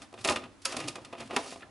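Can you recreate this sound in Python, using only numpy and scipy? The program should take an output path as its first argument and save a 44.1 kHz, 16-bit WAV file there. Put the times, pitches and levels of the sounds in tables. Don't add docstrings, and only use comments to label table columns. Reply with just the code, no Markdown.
import sys
import numpy as np
from scipy import signal
from scipy.fft import rfft, irfft, next_fast_len
from scipy.io import wavfile
from scipy.ndimage import uniform_filter1d

SR = 44100
rng = np.random.default_rng(int(sys.argv[2]) if len(sys.argv) > 2 else 0)


def generate_wav(sig):
    pcm = np.round(np.clip(np.atleast_2d(sig).T, -1, 1) * 32767).astype(np.int16)
    wavfile.write(sys.argv[1], SR, pcm)


N = 74970


def amp(db):
    return 10 ** (np.asarray(db) / 20)


def unit(x):
    return x / np.sqrt(np.mean(x ** 2, axis=-1, keepdims=True) + 1e-20)


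def along(points, hz):
    freqs, values = np.transpose(points)
    return np.interp(np.log(hz + 1), np.log(freqs + 1), values)


def filtered(x, response):
    n = x.shape[-1]
    padded = next_fast_len(n + SR // 4)
    return irfft(rfft(x, padded) * response(np.fft.rfftfreq(padded, 1 / SR)), padded)[..., :n]


def fade(t, ring_s):
    return np.exp(-np.log(1000) * t / np.maximum(ring_s, 1e-3))


def add(track, start_s, sound):
    part = track[max(round(start_s * SR), 0):][:len(sound)]
    part += sound[:len(part)]


# (frequency [Hz], level [dB])
AIR_TONE = [(20, -14), (45, -5), (95, -3.5), (170, -8.5), (270, 2.5), (420, -10.5), (700, -10),
            (1300, -11.5), (2300, -17), (6000, -23), (11000, -26.5)]
def air_and_hum(hum_hz=99.2):
    noise = rng.standard_normal((2, N))
    air_mid, air_side = amp(-60) * unit(filtered(noise, lambda hz: amp(along(AIR_TONE, hz))))
    hum = amp(-68.5) * np.sqrt(2) * np.sin(2 * np.pi * hum_hz * np.arange(N) / SR)
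    return np.array([air_mid + hum, amp(-5) * air_side])


# (frequency [Hz], level [dB])
PLASTIC_TONE = [(40, -53), (70, -13), (120, -9.5), (165, -21.5), (230, 0.5), (440, -2), (680, 0), (880, -3),
                (1030, -4.5), (1240, -1), (1580, -7.5), (1880, -4.5), (2190, -6.5), (2500, -2.5),
                (3150, -7.5), (4900, -10.5), (7000, -15), (11000, -17)]
def plastic_bands(hz, borders_hz=(192, 1180, 3900), lift_db=4, half_width_hz=8.3):
    below = [1 / (1 + (hz / border) ** 8) for border in borders_hz]
    band_power = np.abs(np.diff([np.zeros_like(hz), *below, np.ones_like(hz)], axis=0))
    hollow = sum(1 / (1 + ((hz - note[0]) / half_width_hz) ** 2) for note in HOUSING_NOTES)
    return np.sqrt(band_power) * amp(along(PLASTIC_TONE, hz) + lift_db * hollow)


def plastic_noise():
    return unit(filtered(rng.standard_normal((4, N)), plastic_bands))


def swell(peak_s, rise_s, fall_s):
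    t = np.arange(N) / SR - peak_s
    return 10 ** -((t / np.where(t < 0, rise_s, fall_s)) ** 2)


# (peak time [s], rise [s], fall [s], thump [dB], knock [dB], clack [dB], tick [dB])
STROKES = [(0.011, 0.11, 0.078, -55, -57.5, -63.5, -60.5), (.205, 0.05, 0.062, -52, -62, -59, -52.5),
           (0.307, 0.065, 0.1, -46, -35.5, -58, -45.5), (0.433, 0.031, 0.068, -53, -49, -58, -67),
           (0.686, 0.04, 0.086, -66, -48.5, -46, -46.5), (0.776, 0.039, 0.066, -47.5, -43, -47, -45),
           (.842, 0.041, 0.11, -53, -48.5, -48.5, -50.5), (1.02, 0.39, 0.22, -59, -57.5, -64.5, -65),
           (1.205, 0.043, 0.034, -56.5, -46, -46.5, -53), (1.27, 0.094, 0.027, -51, -80, -57.5, -54.5),
           (1.35, 0.063, 0.026, -65, -41, -49.5, -63), (1.457, 0.17, 0.16, -77, -55, -51.5, -46.5),
           (1.64, 0.074, 0.13, -61, -57, -70, -93)]
def sliding(slips_per_s=500, slip_s=0.0042, slip_share=0.71):
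    power = sum((amp(levels)[:, None] * swell(peak_s, rise_s, fall_s)) ** 2
                for peak_s, rise_s, fall_s, *levels in STROKES)
    slips = (rng.random(N) < slips_per_s / SR) * rng.exponential(size=N)
    grain = signal.lfilter([1], [1, -np.exp(-1 / (slip_s * SR))], slips)
    roughness = 1 - slip_share + slip_share * grain / grain.mean()
    return np.sum(plastic_noise() * np.sqrt(power * roughness), axis=0)


def burst(noise, shape, even_hz=450):
    n = shape.shape[-1]
    hz = np.fft.rfftfreq(n, 1 / SR)

    def smooth_power(spectrum):
        return np.abs(uniform_filter1d(np.abs(spectrum) ** 2, int(even_hz / hz[1]) + 1)) + 1e-12

    gain = np.sqrt(smooth_power(plastic_bands(hz)) / smooth_power(rfft(noise * shape)))
    even = irfft(rfft(noise) * gain, n)
    return unit(even * shape) * np.sqrt(np.mean(shape ** 2, axis=1, keepdims=True))


def ring(t, notes, attack_s):
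    tones = sum(amp(db + rng.normal(0, 1.1)) * fade(t, ring_s)
                * np.sin(2 * np.pi * (hz * t + rng.random())) for hz, db, ring_s in notes)
    return tones * (1 - np.exp(-t / attack_s))


def strike(hits, body_notes, clack_from_hz=1180):
    out, t = np.zeros(N), np.arange(SR // 4) / SR
    noise = plastic_noise()
    band_ring_s = np.c_[[0.23, 0.059, 0.051, 0.03]]
    band_slowness = np.c_[[4.3, 0.49, 0.32, 0.35]]
    for start_s, knock, clack, tick, stretch, attack_s in hits:
        shape = (1 - np.exp(-t / (attack_s * band_slowness))) * fade(t, stretch * band_ring_s)
        shape /= shape.max(axis=1, keepdims=True)
        offset = rng.integers(N - len(t))
        bands = burst(noise[:, offset:offset + len(t)], shape)
        notes = [(hz, db + (knock if hz < clack_from_hz else clack), ring_s)
                 for hz, db, ring_s in body_notes]
        thump = knock - 38
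        add(out, start_s, amp([thump, knock, clack, tick]) @ bands + ring(t, notes, attack_s))
    return out


# (time [s], knock [dB], clack [dB], tick [dB], ring stretch [factor], base attack [s])
TAPS = [(0.019, -58.5, -49.5, -45.5, 2.74, 0.00022), (0.127, -48, -60, -54, 0.44, 0.0042),
        (.140, -44, -51.5, -51, 1.17, 0.00021), (.177, -46.5, -48, -72, 0.62, 0.0013),
        (0.187, -50, -51.5, -56, 1.8, 0.0011), (.242, -47, -44, -35.5, 0.96, 0.0014),
        (0.2472, -34.5, -28.5, -25, 1.7, 0.00098), (0.255, -29.5, -43, -42, 1.56, 0.00063),
        (0.2738, -37, -34, -28, 1.8, 0.0029), (.2868, -27.5, -23.5, -28.5, 0.94, 0.00089),
        (.2957, -35, -41.5, -25.5, 1.55, 0.00058), (.303, -28.5, -31, -42, 0.95, 0.00033),
        (0.3082, -33, -36, -30, 0.88, 0.00071), (.319, -30.5, -38, -31, 1.1, 0.00061),
        (.3245, -53, -35, -35, 1, 0.0011), (0.3593, -44, -30.5, -34.5, 1.3, 0.0017),
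        (.370, -38, -35.5, -41, 0.61, 0.00049), (.438, -52, -46.5, -54, 1.1, 0.0016),
        (0.618, -84, -66, -51.5, 3.9, 0.0016), (.721, -41.5, -39.5, -37.5, 1.9, 0.0074),
        (.742, -37.5, -44.5, -62, 0.76, 0.0035), (0.7662, -39, -38, -30.5, 0.86, 0.0055),
        (.800, -43.5, -38, -39, 1.4, 0.012), (0.874, -46.5, -48, -42.5, 1.3, 0.0036),
        (0.881, -40, -39, -31, 0.8, 0.00089), (.8838, -50, -39, -28.5, 0.9, 0.00091),
        (.889, -48, -63, -39.5, 2, 0.0015), (.955, -43.5, -42, -40.5, 1.57, 0.002),
        (.982, -40.5, -56, -63, 0.53, 0.0034), (1.048, -79, -48.5, -44, 1.46, 0.0012),
        (1.126, -39.5, -45.5, -53, 1.43, 0.0073), (1.152, -45, -49, -59, 0.51, 0.00047),
        (1.205, -42, -54, -40.5, 0.75, 0.0011), (1.221, -44, -49, -61, 1.8, 0.0017),
        (1.297, -45, -54, -70, 2.3, 0.0044), (1.308, -37, -40.5, -50.5, 1.2, 0.0028),
        (1.347, -45, -68, -53, 2.3, 0.0021), (1.459, -45, -75, -55, 1.5, 0.0025),
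        (1.5235, -39, -50, -63, 0.66, 0.0007), (1.558, -43.5, -54, -62, 0.74, 0.0024),
        (1.6075, -72, -52, -57, 0.44, .0004), (1.621, -52, -48.5, -66.5, 1.4, 0.0044)]
# (pitch [Hz], level against the hit [dB], ring time [s])
HOUSING_NOTES = [(222.3, -22.5, 0.2), (358.5, -15.5, 0.23), (521.7, -15.5, 0.23), (629, -26, 0.17),
                 (677, -5.5, 0.098), (785, -21, 0.13), (1014, -6, 0.066), (1227.6, -4.5, 0.089),
                 (1914, -14, 0.065), (2476, -3, 0.052), (2737, 0, 0.032), (3530, -5.5, 0.041)]
def tapping():
    return strike(TAPS, HOUSING_NOTES)


# (time [s], level [dB])
CRACKS = [(0.65, -31.5), (.6541, -19)]
# (frequency [Hz], level [dB])
CRACK_TONE = [(380, -36), (540, -2), (1000, -17), (1300, -0.5), (2000, -8), (2650, 0.5), (3800, -6.5),
              (4800, 1), (7500, -9.5), (11000, -5)]
# (pitch [Hz], level [dB], ring time [s])
CATCH_NOTES = [(537, -36, 0.14), (985, -34, 0.1), (1298, -30, 0.1), (2626, -24, 0.042),
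               (3240, -30.5, 0.054), (4660, -37, 0.1), (5180, -40, 0.074), (6580, -36.5, 0.13)]
def catch_snap(attack_s=0.0002, low_cut_hz=460):
    out, t = np.zeros(N), np.arange(SR // 3) / SR
    shape = fade(t, ring_s=0.045) * (1 - np.exp(-t / attack_s))
    for start_s, db in CRACKS:
        crack = unit(filtered(rng.standard_normal(len(t)), lambda hz: amp(along(CRACK_TONE, hz))))
        add(out, start_s, amp(db) * crack * shape)
    bright_noise = np.diff(rng.standard_normal(len(t) + 1))
    spike = amp(-19) * bright_noise * fade(t, ring_s=0.0086)
    add(out, CRACKS[-1][0], spike + ring(t, CATCH_NOTES, attack_s=0.0028))
    return signal.sosfilt(signal.butter(4, low_cut_hz, "highpass", fs=SR, output="sos"), out)


# (pitch [Hz], half width [Hz], relative level [dB])
PANEL_NOTES = [(132.5, 8.1, -3), (316, 59, -12)]
def panel_shudder():
    def response(hz):
        return sum(amp(db) / (1 + ((hz - pitch) / width) ** 2) for pitch, width, db in PANEL_NOTES)

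    press = swell(peak_s=0.845, rise_s=0.075, fall_s=0.09)
    drone = filtered(rng.standard_normal(N), response)
    return amp(-43) * unit(drone * press) * np.sqrt(np.mean(press ** 2))


# (time [s], knock [dB], clack [dB], tick [dB], ring stretch [factor], base attack [s])
COVER_HITS = [(1.3628, -27.5, -23.5, -25, 0.92, 0.0038), (1.3705, -31.5, -40, -46, 2.7, 0.0021)]
# (pitch [Hz], level against the hit [dB], ring time [s])
COVER_NOTES = [(260, -9, 0.11), (434, -28, 0.14), (626, -3, 0.09), (670, -10.5, 0.24), (981.4, -2, 0.12),
               (2770, -12, 0.037), (4140, -13, 0.059)]
def cover_shut():
    return strike(COVER_HITS, COVER_NOTES)


# (pitch [Hz], level [dB], ring time [s])
PING_NOTES = [(1350, -37.5, 0.026), (1750, -36, 0.033)]
def loose_part_ping(start_s=1.63):
    out = np.zeros(N)
    add(out, start_s, ring(np.arange(SR // 4) / SR, PING_NOTES, attack_s=0.00096))
    return out


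# (frequency [Hz], ring time [s])
ECHO_TIMES = [(150, 0.84), (1000, 0.32), (4000, 0.33), (10000, 0.27)]
def room_echo(x, build_s=0.0055):
    hz, t, spectrum = signal.stft(rng.standard_normal(SR // 2), SR, nperseg=256)
    shape = fade(t, along(ECHO_TIMES, hz)[:, None]) * (1 - np.exp(-t / build_s))
    _, tail = signal.istft(spectrum * shape, SR)
    return signal.fftconvolve(x, tail / np.linalg.norm(tail))[:N]


# (frequency [Hz], side against mid [dB])
DIRECT_WIDTH = [(60, -32), (250, -25), (1000, -16.5), (4000, -15), (10000, -13)]
def near_bounces(x):
    def difference(hz):
        t = np.arange(2 * len(hz) - 2) / SR
        bounces = rfft(rng.standard_normal(len(t)) * fade(t, ring_s=0.03))
        return amp(along(DIRECT_WIDTH, hz)) * np.exp(1j * np.angle(bounces))

    return filtered(x, difference)


# (frequency [Hz], side against mid [dB])
ECHO_WIDTH = [(60, -29), (250, -20.5), (1000, -5), (4000, -9.5), (10000, -6.5)]
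# (frequency [Hz], left gain [dB])
BALANCE = [(400, 0), (1200, -0.46), (4000, -0.3)]
def scene():
    printer = sliding() + tapping() + catch_snap() + panel_shudder() + cover_shut() + loose_part_ping()
    direct = np.array([printer, near_bounces(printer)])
    echo_mid = room_echo(printer)
    echo_side = filtered(room_echo(printer), lambda hz: amp(along(ECHO_WIDTH, hz)))
    mid, side = air_and_hum() + direct + amp(-14) * np.array([echo_mid, echo_side])
    left_right = np.array([mid + side, mid - side])
    return filtered(left_right, lambda hz: amp(np.outer([1, -1], along(BALANCE, hz))))


def record(dry, top_hz=11000):
    return filtered(dry, lambda hz: 1 / np.sqrt(1 + (hz / top_hz) ** 160))


dry = scene()
out = record(dry)
generate_wav(out)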